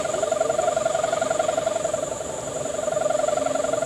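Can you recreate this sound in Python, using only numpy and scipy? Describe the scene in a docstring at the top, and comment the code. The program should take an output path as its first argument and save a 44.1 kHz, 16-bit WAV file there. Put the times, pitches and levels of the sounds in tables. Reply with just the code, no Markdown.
"""From the start soft wind blows over a field, insects buzz, and air hisses over the ribbon of a high kite.
The ribbon twists to and fro eleven times a second and sounds a short arched note each way, one strong,
one weak. The ground echo splits the strong note in two; trees and houses scatter weak late echoes.
Faint far tones come and go, with small bright ticks at 0.6 s and 2.4 s. After 2 s the hum sinks
while the kite turns, and by 3 s it has returned."""
import sys
import numpy as np
from scipy import signal
from scipy.fft import rfft, irfft
from scipy.io import wavfile
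from scipy.ndimage import uniform_filter1d

SR = 44100
rng = np.random.default_rng(int(sys.argv[2]) if len(sys.argv) > 2 else 0)


def file_out(sig):
    """Save sig as 16-bit WAV at sys.argv[1]."""
    # one column per channel
    cols = np.atleast_2d(sig).T
    # limit, then scale
    lim = np.clip(cols, -1, 1)
    pcm = np.round(lim * 32767).astype(np.int16)
    wavfile.write(sys.argv[1], SR, pcm)


N = 169785
T = np.arange(N) / SR
SWING_PERIOD_S, FIRST_SWING_S = .08992, .0525
# the kite's flight: t/s, pitch f/Hz, strong note level/dB, weak note level/dB,
# earlier arrival t/ms, ground echo delay t/ms
FLIGHT = [(0, 694, -16.5, -24.5, 0, 5), (.3, 687.4, -10.5, -23.3, -1, 5.01),
          (.65, 683.3, -9.5, -24, 0.7, 5.08), (1.1, 707.7, -13, -23, -0.2, 4.84),
          (1.45, 683, -7, -24, 0.8, 5.15), (1.75, 690, -14, -25, -1.14, 4.91),
          (2.05, 668, -15.5, -29.5, -0.94, 5.13), (2.35, 680, -22.5, -32, 1.5, 5.1),
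          (2.6, 670, -19, -28.5, 3, 5.11), (2.85, 693, -16.5, -21.2, 4.5, 4.97),
          (3.1, 687.3, -11, -18.5, 4, 5.11), (3.45, 680, -11, -19.5, 4, 5.2),
          (3.85, 684, -15, -23, 3.5, 4.9)]


def amp(db):
    """Amplitude ratio of a level in decibels."""
    return 10 ** (np.asarray(db) / 20)


def unit(x):
    """Normalisation to rms 1."""
    return x / np.sqrt(np.mean(x ** 2) + 1e-20)


def curve(table, t, column=1):
    """Linear interpolation of one column at times t."""
    rows = np.array(table)
    return np.interp(t, rows[:, 0], rows[:, column])


def add(mix, start_s, sound):
    """Superposition of a sound on the mix."""
    at = round(start_s * SR)
    part = mix[max(at, 0):max(at + len(sound), 0)]
    part += sound[max(-at, 0):][:len(part)]


def drift(hz):
    """Random fluctuation of rms 1: noise under a Gaussian low-pass."""
    lowpass = np.exp(-(np.fft.rfftfreq(N, 1 / SR) / hz) ** 2)
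    return unit(irfft(rfft(rng.standard_normal(N)) * lowpass, N))


def band(hz, width_hz):
    """A resonance driven by white noise, at rms 1."""
    detuning = (np.fft.rfftfreq(N, 1 / SR) - hz) / width_hz
    return unit(irfft(rfft(rng.standard_normal(N)) / (1 + detuning ** 2) ** 2, N))


def noise(spectrum, patch_db):
    """Spectrally shaped noise of rms 1, its level varying in patches of time and frequency."""
    hz = np.fft.rfftfreq(2048, 1 / SR)
    real, imag, patches = rng.standard_normal((3, N // 512 + 5, len(hz)))
    patches = unit(uniform_filter1d(uniform_filter1d(patches, size=7, axis=0), size=12, axis=1))
    f, db = np.transpose(spectrum)
    frames = (real + 1j * imag) * amp(np.interp(np.log(hz + 1), np.log(f), db) + patch_db * patches)
    return unit(signal.istft(frames.T, nperseg=2048, noverlap=1536)[1][:N])


def wind():
    """Broadband noise of soft wind, almost steady in level."""
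    # wind and distant background: f/Hz, relative spectral level/dB
    spectrum = [(20, -43), (40, -43), (50, -27), (60, -6.5), (110, -3.5), (160, 2), (200, -10.5),
                (260, 3.5), (330, -3.5), (500, 4.5), (700, -3), (950, -11), (1500, -13), (2200, -22.5),
                (3500, -16.5), (5500, -30.5), (9000, -26), (11200, -23), (11800, -42), (13000, -42),
                (15400, -37)]
    return amp(-34 + .16 * drift(4)) * noise(spectrum, patch_db=1)


def insects(pulses_per_s=122):
    """Amplitude modulation: a near insect pulses a narrow band in throbs, over a flickering chorus."""
    # the near insect's rhythm: t/s, running count of throbs
    throbs = [(.015, 0), (2.47, 24), (3.06, 30), (3.88, 38)]
    # insect chorus: f/Hz, relative spectral level/dB
    chorus_spectrum = [(5000, -34), (6200, -12), (6700, -2.5), (7100, 1), (7400, -1.5), (7750, 2),
                       (8200, -4.5), (8600, -15), (9600, -19), (11000, -50), (12000, -43)]
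    throb = .22 + .78 * np.cos(np.pi * curve(throbs, T)) ** 2
    cycle = np.cumsum(pulses_per_s * (1 + .018 * drift(15))) / SR % 1
    pulse = np.minimum(cycle / .14, 1) * (.2 + np.exp(-cycle / .68))
    near = amp(-42) * unit(throb * pulse * band(hz=7043, width_hz=265))
    chorus_db = -41 + .82 * drift(170) + .91 * drift(4.8)
    return near + amp(chorus_db) * noise(chorus_spectrum, patch_db=.5)


def ribbon_rush(trim_db=-2):
    """Flow noise: air hisses over the ribbon, swelling slightly twice a swing."""
    # strength of the hiss: t/s, level/dB before the trim
    levels = [(0.0, -37), (0.4, -41), (1.11, -37), (1.73, -39), (2.14, -49.5), (2.84, -45.5), (3.33, -39),
              (3.84, -43.5), (3.85, -59)]
    # colour of the hiss: f/Hz, relative spectral level/dB
    spectrum = [(300, -14), (900, 7), (1600, 3.5), (2300, 3), (2750, -2.5), (3250, 4), (3650, 4),
                (4000, -1), (4500, -2), (5600, -9), (8000, -12), (12000, -50)]
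    swings = (T - FIRST_SWING_S + curve(FLIGHT, T, column=4) / 1000) / SWING_PERIOD_S
    pulse = 1 + .19 * np.cos(2 * np.pi * 2 * swings)
    return amp(curve(levels, T) + trim_db) * pulse * noise(spectrum, patch_db=2)


def ribbon_hum(jitter_hz=2.2, jitter_db=.7, ground_gain=.86, ground_tilt_db=-2.5):
    """Torsional oscillation: pitch arches as the ribbon speeds up and slows; the ground echoes each note."""
    # strong and weak note: offset t/s, 1/e half-length t/s, pitch ratio, glide/(Hz/s),
    # arch/(Hz/s^2), stretch ratio of the overtones
    notes = [(0, 0.0064, 0.99, 1300, 467000, 1.025), (0.0429, 0.01, 0.9037, -400, 356000, .985)]
    # strong and weak note: base level/dB of partials 2 to 6, relative to the fundamental
    overtones = [(-17.5, -30, -38, -37.5, -41.5), (-8.5, -37.5, -32, -33, -35)]
    # overtone boost as the kite turns: t/s, strong note level/dB, weak note level/dB
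    brightness = [(0, 5.5, 1), (.35, -3.5, 0.5), (.8, 0, 1.5), (1.25, 1.5, 3), (1.6, -2.5, -1.5),
                  (2.1, -2, -0.5), (2.6, -0.5, -3), (3.1, 0, -5), (3.85, 3.5, -1.5)]
    out = np.zeros(N)
    span = np.arange(-SR // 25, SR // 25) / SR
    for swing in np.arange(FIRST_SWING_S - SWING_PERIOD_S, T[-1] + SWING_PERIOD_S, SWING_PERIOD_S):
        pitch, *levels, early_ms, echo_ms = (curve(FLIGHT, swing, column) for column in range(1, 6))
        # direct and reflected path; the ground returns less of each higher overtone
        paths = (span, 1, 0), (span - echo_ms / 1000, ground_gain, ground_tilt_db)
        for i, (offset, half_length, ratio, glide, arch, stretch) in enumerate(notes):
            hz = pitch * ratio + jitter_hz * rng.standard_normal()
            gain = amp(levels[i] + jitter_db * rng.standard_normal())
            bright_db = curve(brightness, swing, column=1 + i)
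            arrival = swing + offset - early_ms / 1000
            for t, path_gain, tilt_db in paths:
                phase = 2 * np.pi * (hz * t + glide * t ** 2 / 2 - arch * t ** 3 / 3)
                upper = sum(amp(db + bright_db + tilt_db * k) * np.sin(k * stretch * phase)
                            for k, db in enumerate(overtones[i], 2))
                envelope = path_gain * gain * np.exp(-(t / half_length) ** 2)
                add(out, arrival + span[0], envelope * (np.sin(phase) + upper))
    return out


def scatter(x, level_db=-13.5, t60_s=.34, echoes_per_s=2000):
    """Scattering from trees and houses: weak late echoes that decay exponentially."""
    t = T[:SR // 2]
    signs = rng.choice([-1., 1.], len(t))
    arrivals = (rng.random(len(t)) < echoes_per_s / SR) * (t > .012)
    response = signs * arrivals * amp(-60 * t / t60_s)
    return amp(level_db) * signal.fftconvolve(x, response / np.linalg.norm(response))[:N]


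def far_tones():
    """Frequency glides: faint wavering tones swell, slide to their last pitch and fade."""
    # distant tones: start t/s, length t/s, first f/Hz, last f/Hz, level/dB before flutter
    tones = [(.08, 0.28, 280, 470, -31), (0.384, 0.22, 415, 481, -25.5), (0.506, .2, 310, 420, -37.5),
             (0.518, 0.23, 735, 698, -25.5), (0.908, 0.1, 725, 738, -27), (1.393, 0.22, 890, 945, -43),
             (1.59, .32, 890, 880, -43), (2.06, .16, 900, 876, -46), (2.267, 0.18, 895, 880, -40.5),
             (3.26, 0.63, 272, 270.8, -37), (3.618, 0.24, 495, 465, -36.5)]
    out, waver, flutter = np.zeros(N), drift(20.6), drift(6.8)
    for start, length, first_hz, last_hz, db in tones:
        progress = np.clip((T - start) / length, 0, 1)
        hz = (last_hz + (first_hz - last_hz) * (1 - progress) ** 1.7) * (1 + .00775 * waver)
        envelope = amp(db + 3.2 * flutter) * np.sin(np.pi * progress)
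        out += envelope * np.sin(2 * np.pi * np.cumsum(hz) / SR)
    return out


def ticks(decay_s=.003):
    """Damped transients: bright noise bands start abruptly and decay exponentially."""
    # small ticks: t/s, centre f/Hz, onset level/dB
    onsets = [(.618, 7640, -30), (2.406, 5500, -39)]
    return sum(amp(db) * (T > start) * np.exp(-abs(T - start) / decay_s) * band(hz, width_hz=1500)
               for start, hz, db in onsets)


def scene():
    """Superposition of the kite, its echoes and the sounds of the field, in one channel."""
    hum = ribbon_hum()
    return (hum + scatter(hum) + ribbon_rush() + wind() + insects() + far_tones() + ticks())[None]


def record(dry, cutoff_hz=15550):
    """Band limiting by a linear-phase low-pass filter."""
    lowpass = signal.firwin(511, cutoff_hz, window=("kaiser", 9), fs=SR)
    return signal.oaconvolve(dry, lowpass[None], "same")


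dry = scene()
out = record(dry)
file_out(out)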